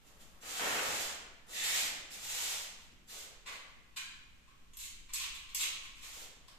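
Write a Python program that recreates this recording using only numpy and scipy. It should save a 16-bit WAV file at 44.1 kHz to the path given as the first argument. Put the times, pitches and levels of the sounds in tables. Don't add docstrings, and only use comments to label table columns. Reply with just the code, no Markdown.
import sys
import numpy as np
from scipy import signal
from scipy.fft import rfft, irfft, next_fast_len
from scipy.io import wavfile
from scipy.ndimage import map_coordinates

SR = 44100
rng = np.random.default_rng(int(sys.argv[2]) if len(sys.argv) > 2 else 0)


def master_out(mix):
    frames = np.transpose(np.atleast_2d(mix))
    ceiling = np.clip(frames, -1, 1)
    pcm = np.round(ceiling * 32767).astype(np.int16)
    wavfile.write(sys.argv[1], SR, pcm)


N = 290178


def amp(db):
    return 10 ** (np.asarray(db) / 20)


def unit(x):
    return x / np.sqrt(np.mean(x ** 2) + 1e-20)


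def along(points, hz):
    freqs, values = np.transpose(points)
    return np.interp(np.log(hz + 1), np.log(freqs + 1), values)


def add(track, start, sound):
    part = track[max(round(start * SR), 0):][:len(sound)]
    part += sound[:len(part)]


def swell(rows):
    t, gain = np.arange(N) / SR, np.zeros(N)
    for start, rise, hold, fall, db in rows:
        up = np.clip((t - start) / rise, 0, 1) ** 0.66
        down = np.clip(1 - (t - start - rise - hold) / fall, 0, 1) ** 0.97
        gain += amp(db) * up * down
    return gain


def filtered(x, response):
    n = x.shape[-1]
    size = next_fast_len(n + SR // 4)
    return irfft(rfft(x, size) * response(np.fft.rfftfreq(size, 1 / SR)), size)[..., :n]


def coloured(x, spectrum):
    return filtered(x, lambda hz: amp(along(spectrum, hz)))


def ring(modes, hz):
    return sum((-1) ** k * amp(db) * 1j * hz * width / (centre ** 2 - hz ** 2 + 1j * hz * width)
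               for k, (centre, width, db) in enumerate(modes))


def slips(n, rate, spread_db):
    chance, sizes, signs = rng.random(n), rng.standard_normal(n), rng.choice([-1, 1], n)
    return unit((chance < rate / SR) * signs * amp(spread_db * sizes))


# frequency in Hz, left-right likeness from 0 to 1.
MIC_LIKENESS = [(100, 0.59), (300, 0.77), (600, 0.42), (1100, 0), (14000, 0)]

def diffuse(pair):
    turn = lambda hz: np.arccos(np.clip(along(MIC_LIKENESS, hz), -1, 1)) / 2
    mid, side = filtered(pair, lambda hz: np.array([np.cos(turn(hz)), np.sin(turn(hz))]))
    return np.array([mid + side, mid - side])


# frequency in Hz, relative level in dB.
AIR_SPECTRUM = [(20, 2.5), (45, -10.5), (58, 2.5), (78, -10), (120, -9), (230, -11), (330, -17), (650, -24),
                (1100, -20.5), (3000, -19.5), (5000, -27), (7500, -26.5), (10000, -35), (14000, -33.5)]
RUMBLE_SPECTRUM = [(4, 4), (12, 3.5), (25, -4), (50, -10), (110, -31), (400, -82)]
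# start, rise, hold and fall in seconds, level in dB.
RUMBLE_SURGE = [(4.45, 0.5, .1, 1.7, -60)]

def room_tone(air_db, rumble_db):
    air = diffuse(coloured(rng.standard_normal((2, N)), AIR_SPECTRUM))
    rumble = diffuse(coloured(rng.standard_normal((2, N)), RUMBLE_SPECTRUM))
    return amp(air_db) * unit(air) + (amp(rumble_db) + swell(RUMBLE_SURGE)) * unit(rumble)


# frequency in Hz, seconds to die away by 60 dB.
DECAY_TIMES = [(150, 1), (800, 1), (2200, 0.99), (4000, 0.77), (7000, 0.62), (13000, 0.36)]

def room_decay(hz, t):
    return amp(-60 * t / along(DECAY_TIMES, hz)[:, None])


def wall_echo(direct_db, early_db, early_s):
    hz, t, noise = signal.stft(rng.standard_normal((2, SR)), SR, nperseg=256)
    decay = room_decay(hz, t) * (1 + amp(early_db) * np.exp(-t / early_s))
    decay /= np.sqrt(np.mean(decay ** 2, axis=1, keepdims=True))
    response = diffuse(signal.istft(noise * decay, SR, nperseg=256)[1])
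    response /= np.linalg.norm(response, axis=1, keepdims=True)
    response[:, 0] += amp(direct_db)
    return response


def scattered(x):
    hz, t, bands = signal.stft(np.pad(x, (256, 0)), SR, nperseg=512)
    fade = room_decay(hz, t[t < 1]) ** 2
    fade /= fade.sum(axis=1, keepdims=True)
    energy = signal.fftconvolve(np.abs(bands) ** 2, fade, axes=1)[:, :len(t)]
    noise = signal.stft(rng.standard_normal((2, N + 256)), SR, nperseg=512)[2]
    tail = signal.istft(noise * np.sqrt(np.abs(energy)), SR, nperseg=512)[1][:, :N]
    return unit(diffuse(tail)) * np.std(x)


def room(x, still_share, direct_db, early_db, early_s):
    walls = signal.fftconvolve(x[None], wall_echo(direct_db, early_db, early_s), axes=1)[:, :N]
    return np.sqrt(still_share) * walls + np.sqrt(1 - still_share) * scattered(x)


def scuff(length, spectrum):
    t = np.arange(SR // 3) / SR
    push = (1 - np.exp(-t / 0.00067)) * np.exp(-np.maximum(t - length, 0) / 0.011)
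    grain = coloured(slips(len(t), rate=1800, spread_db=4.0), spectrum)
    return push * unit(grain)


# start and length in seconds, level in dB.
FLOOR_RUBS = [(.01, 0.23, -65.5), (.198, 0.25, -66), (1.461, 0.084, -57), (1.757, 0.21, -56.5),
              (2.097, 0.097, -61.5), (3.101, 0.15, -58.5), (3.46, 0.071, -54.5), (5.149, .12, -67.5),
              (5.59, 0.068, -57.5), (6.16, 0.068, -56.5), (6.481, 0.04, -65)]
# frequency in Hz, relative level in dB.
RUB_SPECTRUM = [(100, -17), (260, -7), (450, 1.5), (780, -0.5), (1100, -0.5), (1600, -4.5), (4000, -15)]
# start in seconds, level in dB, pitch in Hz.
FLOOR_THUMPS = [(0.199, -56.5, 184), (0.831, -49, 125), (0.859, -48, 59), (1.82, -52, 260),
                (1.89, -58.5, 113), (2.145, -54.5, 137), (2.429, -62, 140), (2.898, -59, 180),
                (4.27, -60, 105)]

def kneeling():
    track = np.zeros(N)
    t = np.arange(SR // 3) / SR
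    for start, length, db in FLOOR_RUBS:
        add(track, start, amp(db) * scuff(length, RUB_SPECTRUM))
    thump = (1 - np.exp(-t / 0.0027)) * np.exp(-t / 0.031)
    for start, db, pitch in FLOOR_THUMPS:
        boards = filtered(rng.standard_normal(len(t)), lambda hz: ring([(pitch, 0.75 * pitch, 0)], hz) ** 2)
        add(track, start, amp(db) * thump * unit(boards))
    return track


# centre and width in Hz, relative gain in dB.
CAVITY_MODES = [(1090, 89, -2), (1630, 114, -12)]
SHELL_MODES = [(2183, 420, -4), (2600, 390, -0.5), (3050, 340, -1.5), (4050, 610, -6)]
BLADE_MODES = [(6570, 1580, -6.5), (7700, 1620, -5.5), (12600, 4300, -17)]
# frequency in Hz, relative level in dB.
CRACKLE_SPECTRUM = [(900, -9.5), (1600, 0.5), (3500, 2.5), (8000, 2.5), (10000, -15), (14000, -24)]

def knife_body(force, blade_db, contact_hz):
    force = np.pad(force, (0, SR // 20))
    cavity_db = -3 - 0.52 * blade_db
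    body = filtered(force, lambda hz: amp(cavity_db) * ring(CAVITY_MODES, hz) + ring(SHELL_MODES, hz)
                    + amp(blade_db) * ring(BLADE_MODES, hz))
    scrambled = lambda: force * rng.choice([-1, 1], len(force))
    spot = filtered(scrambled(), lambda hz: ring([(contact_hz, 0.19 * contact_hz, -2)], hz))
    crackle = amp(-16) * coloured(scrambled(), CRACKLE_SPECTRUM)
    bass_cut = signal.butter(N=4, Wn=900, btype="high", fs=SR, output="sos")
    sound = signal.sosfilt(bass_cut, body + spot + crackle)
    return sound * np.linalg.norm(force) / (np.linalg.norm(sound) + 1e-12)


# start and length in seconds, level in dB, blade ring in dB, contact ring in Hz.
KNIFE_SCRAPES = [(3.453, 0.034, -39, -18.5, 2140), (3.504, 0.054, -48, -10.5, 2000),
                 (3.959, 0.019, -32, -3, 1660), (4.462, 0.029, -57.5, -26, 1320),
                 (4.733, 0.046, -59.5, 2, 6460), (4.782, 0.076, -44, 7, 3900),
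                 (5.082, 0.02, -46, -14, 2320), (5.126, 0.035, -36.5, 1.5, 4600),
                 (5.175, 0.068, -38.5, -4, 3360), (5.34, 0.019, -42, -0.5, 3140),
                 (5.483, 0.019, -47.5, -11, 2300), (5.546, .026, -36.5, 7.5, 4470),
                 (5.585, 0.054, -31.5, 1.5, 3600), (5.821, 0.033, -49, -7, 2400),
                 (5.94, 0.096, -56.5, -3, 2500), (6.016, 0.034, -49, -12, 2510)]
# start in seconds, relative level in dB, blade ring in dB, contact ring in Hz.
KNIFE_CLICKS = [(4.734, -53.5, 2, 6130), (4.77, -43.5, 9, 12000), (5.135, -35, 11, 8500),
                (5.142, -37.5, 17, 8750), (5.547, -31.5, 7, 4600), (6.482, -49.5, -11, 2520)]

def knife():
    track = np.zeros(N)
    t = np.arange(SR // 5) / SR
    for start, length, db, blade_db, contact_hz in KNIFE_SCRAPES:
        rise_s = 0.0052 * 2 ** (-blade_db / 18.5)
        push = (1 - np.exp(-t / rise_s)) * np.exp(-np.maximum(t - length, 0) / 0.0038)
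        force = push * slips(len(t), rate=2500, spread_db=2.5)
        add(track, start, amp(db) * knife_body(force, blade_db, contact_hz))
    for start, db, blade_db, contact_hz in KNIFE_CLICKS:
        catch = np.exp(-t / 0.0012) * rng.standard_normal(len(t))
        add(track, start, amp(db + 13) * knife_body(catch, blade_db, contact_hz))
    return track


def paper_friction(spectrum, rate, spread_db, flutter_db, flutter_hz):
    grain = coloured(slips(N, rate, spread_db), spectrum)
    knots = rng.standard_normal(int(N * flutter_hz / SR) + 4)
    pressure = map_coordinates(knots, [np.arange(N) * flutter_hz / SR])
    return unit(grain * amp(flutter_db * pressure))


# frequency in Hz, relative level in dB.
CURL_SPECTRUM = [(50, -21), (130, -14), (250, -8), (500, -1.5), (1100, -1), (1800, -1), (3000, -4.5),
                 (5000, -23), (12000, -38)]
# start and length in seconds, level in dB.
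CURL_BUCKLES = [(0.594, 0.0097, -35), (0.655, 0.014, -36.5), (0.741, 0.026, -36.5), (.78, 0.017, -36.5)]

def buckles():
    track = np.zeros(N)
    for start, length, db in CURL_BUCKLES:
        add(track, start, amp(db) * scuff(length, CURL_SPECTRUM))
    return track


# start, rise, hold and fall in seconds, level in dB.
PALM_SWEEPS = [(.04, 0.015, .015, 0.052, -60), (.19, 0.014, .005, 0.038, -54.5),
               (.402, 0.19, 0.43, 0.12, -37.5), (1.472, 0.31, 0.027, 0.079, -32.5),
               (2.097, .02, .015, 0.055, -42), (2.17, .21, 0.048, 0.28, -36),
               (2.78, 0.019, 0.026, 0.033, -60.5), (3.07, 0.031, 0.054, 0.13, -45.5),
               (6.012, 0.0045, 0.018, 0.11, -46.5), (6.08, 0.065, .06, 0.064, -49),
               (6.473, 0.0051, .004, 0.024, -62.5)]
CURL_PRESSES = [(.42, .015, 0.17, .04, -48), (.57, 0.034, 0.052, 0.54, -37)]
EDGE_BRUSHES = [(1.52, 0.052, .19, 0.07, -37.5)]
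# frequency in Hz, relative level in dB.
PALM_SPECTRUM = [(100, -28), (250, -25), (450, -13.5), (780, -9), (1300, -9.5), (2300, -4), (3400, -2),
                 (5400, -5), (7400, -1.5), (8300, -5.5), (9600, -11), (14000, -11)]
EDGE_SPECTRUM = [(300, -22.5), (750, -25), (1400, -18), (1850, 0), (2700, -4.5), (3700, -2), (5000, -13),
                 (7200, -8), (9500, -19), (14000, -27)]

def wallpaper():
    hiss = paper_friction(PALM_SPECTRUM, rate=12000, spread_db=5.0, flutter_db=1.5, flutter_hz=50)
    rustle = paper_friction(CURL_SPECTRUM, rate=1800, spread_db=5.5, flutter_db=1.5, flutter_hz=59)
    rasp = paper_friction(EDGE_SPECTRUM, rate=3300, spread_db=0.5, flutter_db=0.0, flutter_hz=54)
    return swell(PALM_SWEEPS) * hiss + swell(CURL_PRESSES) * rustle + swell(EDGE_BRUSHES) * rasp


def scene():
    on_floor = wallpaper() + buckles() + kneeling()
    paper = room(on_floor, still_share=0.54, direct_db=-17, early_db=2.5, early_s=0.0046)
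    tool = room(knife(), still_share=0.72, direct_db=-16, early_db=3, early_s=0.0031)
    return paper + tool + room_tone(air_db=-64, rumble_db=-63)


# frequency in Hz, left minus right in dB.
MIC_BALANCE = [(200, 0.5), (1800, 0), (2700, -.5), (4200, -1.4), (6400, -3), (8000, 0), (9800, -1.5),
               (14000, -1.3)]

def record(dry):
    sides = np.array([[.5], [-.5]])
    return filtered(dry, lambda hz: amp(sides * along(MIC_BALANCE, hz)) * (hz < 14400))


dry = scene()
out = record(dry)
master_out(out)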